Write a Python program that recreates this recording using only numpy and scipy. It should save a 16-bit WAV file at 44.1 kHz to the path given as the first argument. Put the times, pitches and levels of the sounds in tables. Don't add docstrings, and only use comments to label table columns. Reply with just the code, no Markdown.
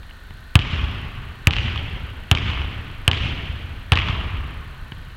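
import sys
import numpy as np
from scipy import signal
from scipy.fft import rfft, irfft, next_fast_len
from scipy.io import wavfile
from scipy.ndimage import uniform_filter1d, map_coordinates

SR = 44100
rng = np.random.default_rng(int(sys.argv[2]) if len(sys.argv) > 2 else 0)


def to_wav(sig):
    pcm = np.clip(np.atleast_2d(sig), -1, 1) * 32767
    pcm = np.round(pcm).astype(np.int16)
    wavfile.write(sys.argv[1], SR, pcm.T)


def linear_from_db(decibels):
    return 10 ** (np.asarray(decibels, float) / 20)


N = 227952

# time in seconds, slap level in dB, thump level in dB, slap pitch as a ratio.
BOUNCES = [
    (0.5551, 9, 3, 0.91),
    (1.4714, 8.5, -1, 0.84),
    (2.314, 5.5, -2, 0.99),
    (3.0789, 9.5, -5.5, 0.98),
    (3.9207, 4, -3, 0.89),
]
# ball cavity level in dB, treble level in dB.
SPOT_TONES = [(3.5, 1.5), (-2, 1.5), (2, 0), (-3, 1), (6, -2)]
THUMP_LAGS = [-.0016, -.0013, -.0007, -.0013, -.0018]
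# centre in Hz, width in Hz, level in dB.
SKIN = [(1270, 290, -12.5), (2980, 580, 2), (5500, 20000, -28.5)]
# frequency in Hz, spectrum level in dB.
BALL_AIR = [(150, -76), (250, 2), (526, -11), (861, -5.5), (1470, -7.5), (1720, -4), (1960, -13),
            (3170, -10), (6000, -51.5), (7800, -70), (13200, -120)]
# centre in Hz, width in Hz, level in dB.
BOARDS = [(79.7, 19, 16), (104, 18, 11.5), (133, 15, 1), (214, 35, -34)]
# frequency in Hz, spectrum level in dB.
SLAP_TAIL = [(150, 4), (250, 2), (327, -1.5), (371, -0.5), (561, -7), (1010, -5), (1220, -2.5),
             (1500, -4.5), (2910, 4), (3200, 2.5), (3810, -9.5), (7400, -32), (11000, -47), (14300, -79),
             (22000, -120)]
# frequency in Hz, spectrum level in dB.
THUMP_TAIL = [(13, -35), (22, -57), (46, 0.5), (92, 1), (148, -9.5), (188, -16.5), (272, -18.5), (328, -28),
              (450, -48), (580, -67), (990, -120)]
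# frequency in Hz, time to fall 60 dB in seconds.
HALL_T60 = [(60, 2.75), (200, 2.33), (1000, 2.89), (3000, 1.91), (6000, 1.52), (10000, 0.91)]
# time in seconds, peak level in dB, pitch in Hz.
ECHOES = [(0.591, -2.5, 2950), (0.597, -13, 2960), (0.616, -11, 2960), (0.6224, -12, 2580),
          (0.6513, -19, 2870), (1.4816, -18, 2660), (1.5081, -3, 2700), (1.53, -12, 2730),
          (1.5352, -4, 2690), (1.5656, -4.5, 2760), (1.5848, -7, 2660), (2.3284, -16, 2830),
          (2.3502, -5.5, 3100), (2.3728, -7, 2400), (2.3848, -14, 3200), (2.501, -13.5, 3100),
          (3.0844, -17, 3180), (3.1138, -2, 2920), (3.1319, -8, 2560), (3.1457, -16, 2980),
          (3.1748, -14, 3200), (3.9277, -17, 3300), (3.9337, -8.5, 3200), (3.9551, -10.5, 3250),
          (3.963, -11, 2560), (3.973, -4, 2640), (3.9872, -8, 2650), (3.9994, -9.5, 2770),
          (4.0184, -11, 2660), (4.0753, -13, 2720)]
# time in seconds, click level in dB, thud level in dB, scuff level in dB,
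# softness corner in Hz.
STEPS = [
    (.031, -34.5, -63, 9, 2600),
    (.094, -38, -48, 17, 2000),
    (.108, -33, -51, 14, 2000),
    (0.307, -31, -31.5, 7, 1480),
    (4.920, -23, -24, -1, 2250),
]
# frequency in Hz, spectrum level in dB.
VENT_AIR = [(12, -54), (20, 9), (54, 1.5), (280, -22), (339, -23.5), (894, -26), (1380, -22.5),
            (1520, -15.5), (1640, -25.5), (1850, -38.5), (2030, -39), (2590, -29.5), (4200, -28),
            (5360, -47), (6500, -50), (8450, -93), (14300, -120)]
# centre in Hz, width in Hz, level in dB rms.
DUCTS = [(1490, 150, -56), (1810, 137, -54)]
# frequency in Hz, spectrum level in dB.
HISS = [(4000, -45), (5500, 1), (9000, 1), (11000, -1.5), (11600, 4), (12200, -0.5), (15500, -2),
        (16300, 1)]


def unit(x):
    return x / np.sqrt(np.mean(x ** 2) + 1e-20)


def peak(x):
    return x / np.abs(x).max()


def along(points, hz):
    f, v = np.transpose(points)
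    return np.interp(np.log(hz + 1), np.log(f + 1), v)


def filtered(x, response):
    m = next_fast_len(len(x) + 8192)
    return irfft(rfft(x, m) * response(np.fft.rfftfreq(m, 1 / SR)), m)[:len(x)]


def shaped_noise(count, curve):
    return unit(filtered(rng.standard_normal(count), lambda f: linear_from_db(along(curve, f))))


def modes(table):
    return lambda f: sum(linear_from_db(db) * 1j * f * w / (c * c - f * f + 1j * f * w) for c, w, db in table)


def add(x, s, sound):
    part = x[round(s * SR):][:len(sound)]
    part += sound[:len(part)]


def ball():
    x = np.zeros(N)
    for (s, slap_db, thump_db, pitch), (cavity_db, treble_db), lag_s in zip(BOUNCES, SPOT_TONES, THUMP_LAGS):
        add(x, s - .001, linear_from_db(-17) * slap(.8, smear_s=.0015, tail_db=8, soft_hz=1800))
        crack = slap(pitch, soft_hz=6000 * linear_from_db(treble_db * 2.1), body_db=5 + 1.2 * thump_db)
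        add(x, s, linear_from_db(slap_db) * filtered(crack, lambda f: 1j * f / (580 + 1j * f)))
        add(x, s, linear_from_db(-18 + 0.42 * cavity_db) * ball_ring())
        add(x, s + lag_s, linear_from_db(thump_db) * thump())

        wall_s = .1762 - 0.0007 * s
        add(x, s + wall_s, linear_from_db(-13 + 0.25 * thump_db) * thump())
        add(x, s + .0355, linear_from_db(thump_db - 14) * thump(contact_s=0.0037))

        wash = tail(SLAP_TAIL, 0.036, 0.0072, lumpy_db=1.5, swell_db=1.25)
        wash = filtered(wash, lambda f: linear_from_db(treble_db / (1 + (4000 / (f + 1)) ** 4)))
        cavity = filtered(wash, modes([(1135, 280, 0)]))
        add(x, s, linear_from_db(-31 + 0.25 * treble_db) * (wash + (linear_from_db(cavity_db) - 1) * cavity))
        boom = tail(THUMP_TAIL, 0.0072, 0.058, lumpy_db=-2.0, swell_db=2.0)
        add(x, s, linear_from_db(-25 + 0.25 * thump_db) * boom)
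    return x


def slap(pitch=1, smear_s=0.00048, tail_db=-14, soft_hz=6000, body_db=0):
    t = np.arange(1024) / SR
    drive = linear_from_db(tail_db - 60 * t / (7 * smear_s)) * rng.standard_normal(len(t))
    drive[:3] += 1.6
    (body_hz, body_w, db), *upper = SKIN
    skin = modes([(body_hz, body_w, db + body_db)] + [(c * pitch, w, g) for c, w, g in upper])
    return peak(filtered(drive, lambda f: skin(f) / (1 + 1j * f / soft_hz) ** 3))


def ring(t60):
    t = np.arange(SR // 5) / SR
    return linear_from_db(-60 * t / t60) * shaped_noise(len(t), BALL_AIR)


def ball_ring():
    def low(f):
        return 1 / (1 + (f / 1500) ** 4)

    lower = filtered(ring(0.2), low)
    upper = filtered(ring(0.1), lambda f: 1 - low(f))
    return lower + linear_from_db(5.0) * upper


def thump(contact_s=.007):
    t = np.arange(4096) / SR
    force = np.sin(np.pi * np.clip(t / contact_s, 0, 1)) ** 2
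    return peak(filtered(force, lambda f: modes(BOARDS)(f) * (1j * f / (60 + 1j * f)) ** 2))


def tail(spectrum, start_s, build_s, lumpy_db, swell_db=0):
    t = np.arange(2 * SR) / SR
    grains = np.repeat(rng.standard_normal(len(t) // 64 + 1), 64)[:len(t)]
    sparse = linear_from_db(lumpy_db * np.exp(-t / 0.26) * grains)
    clusters = map_coordinates(rng.standard_normal(400), [t * 90])
    sparse = sparse * linear_from_db(0.35 * lumpy_db * clusters)
    hz, ts, z = signal.stft(unit(sparse * rng.standard_normal(len(t))), SR, nperseg=512)
    hz = hz[:, None]

    patches = uniform_filter1d(rng.standard_normal(z.shape), size=8, axis=0)
    patches = uniform_filter1d(patches, size=3, axis=1)
    far_end = np.exp(-((ts - .18) / .06) ** 2)
    decay_db = -60 * ts / along(HALL_T60, hz)
    level_db = 1.34 * unit(patches) + decay_db + swell_db * (1 + hz / 2500) * far_end
    wash = signal.istft(z * linear_from_db(level_db), SR, nperseg=512)[1][:len(t)]
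    wash *= 1 - np.exp(-np.clip(t - start_s, 0, None) / build_s)
    wash = filtered(wash, lambda f: linear_from_db(along(spectrum, f)))
    return wash / np.sqrt(np.mean(wash[SR // 8:SR // 2] ** 2))


def echoes():
    x, hits = np.zeros(N), np.array(BOUNCES)[:, 0]
    for s, db, hz in ECHOES + flutter(hits):
        hit = np.searchsorted(hits, s) - 1
        delay, treble_db = s - hits[hit], SPOT_TONES[hit][1]
        smear_db = -10.5 + 45 * delay - 2.7 * treble_db
        soft_hz = 4000 * linear_from_db(0.9 * treble_db) / (1 + delay / 0.12)
        echo = slap(hz / 2900, smear_s=0.0028, tail_db=smear_db, soft_hz=soft_hz, body_db=-2)
        add(x, s + .0004, linear_from_db(db) * echo)
    return filtered(x, lambda f: (1j * f / (1020 + 1j * f)) ** 2) * linear_from_db(2.0)


def flutter(hits, count=8):
    start_s, end_s = 0.063, 0.33
    shape = (len(hits), count)
    delay = start_s + (end_s - start_s) * (np.arange(count) + rng.random(shape)) / count
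    db = -17 - 22 * delay + 3.5 * rng.standard_normal(shape)
    hz = 2950 * np.exp(0.1 * rng.standard_normal(shape))
    return list(zip((hits[:, None] + delay).ravel(), db.ravel(), hz.ravel()))


def steps():
    x = np.zeros(N)
    for s, click_db, thud_db, scuff_db, soft_hz in STEPS:
        click = slap(0.97, smear_s=0.0025, tail_db=scuff_db, soft_hz=soft_hz, body_db=-4)
        add(x, s, linear_from_db(click_db) * click)
        add(x, s, linear_from_db(thud_db) * thump(contact_s=0.0029) + linear_from_db(thud_db - 18) * ring(0.07)[:4096])
        add(x, s, linear_from_db(thud_db - 20) * tail(THUMP_TAIL, .006, .012, lumpy_db=3))
        add(x, s, linear_from_db(click_db - 33) * tail(SLAP_TAIL, .01, .03, lumpy_db=5))
    return x


def ventilation():
    swell_db = map_coordinates(rng.standard_normal(60), [np.arange(N) * 9 / SR])
    air = shaped_noise(N, VENT_AIR)
    bass = filtered(air, lambda f: 1 / (1 + (f / 200) ** 4))
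    x = linear_from_db(-38.5) * (air + (linear_from_db(swell_db) - 1) * bass)
    for hz, width_hz, db in DUCTS:
        x += linear_from_db(db) * unit(filtered(rng.standard_normal(N), modes([(hz, width_hz, 0)])))
    return x


def preamp_hiss():
    return linear_from_db(-64.5) * shaped_noise(N, HISS)


def interference():
    frame_hz, gap_s = 29.496, 1 / 1540
    x = np.zeros(N + SR)
    starts = np.arange(.0332, N / SR, 1 / frame_hz)
    for k in range(3):
        at = np.round((starts + k * gap_s) * SR).astype(int)
        x[at] = (-1) ** k * linear_from_db(rng.normal(0, 1.5, len(starts)))
    return linear_from_db(-39.0) * filtered(x[:N], modes([(11500, 9000, 0)]))


def gain_duck_db():
    step_db, step_s = 4, .0063
    t, duck_db = np.arange(N) / SR, np.zeros(N)
    for (s, _, thump_db, _), (_, treble_db), lag_s in zip(BOUNCES, SPOT_TONES, THUMP_LAGS):
        after = t - s - lag_s - .0066
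        need_db = max(0, 4 + 0.41 * thump_db + 0.54 * treble_db)
        fall_db = step_db * np.ceil(np.clip(after / step_s, 0, None))
        duck_db += np.minimum(need_db, fall_db) * np.clip(1.3 - after / 0.23, 0, 1)
    return duck_db


def scene():
    return (ball() + echoes() + steps() + ventilation())[None]


def top_cut(x):
    return signal.sosfilt(signal.butter(12, 16380, fs=SR, output="sos"), x)


def record(dry):
    x = (dry[0] + preamp_hiss() + interference()) * linear_from_db(-gain_duck_db())
    x = np.clip(x, -1, 1)
    x = np.clip(filtered(x, lambda f: np.where(f < 15850, 1, .03)), -1, 1)
    return top_cut(x[None])


dry = scene()
out = record(dry)
to_wav(out)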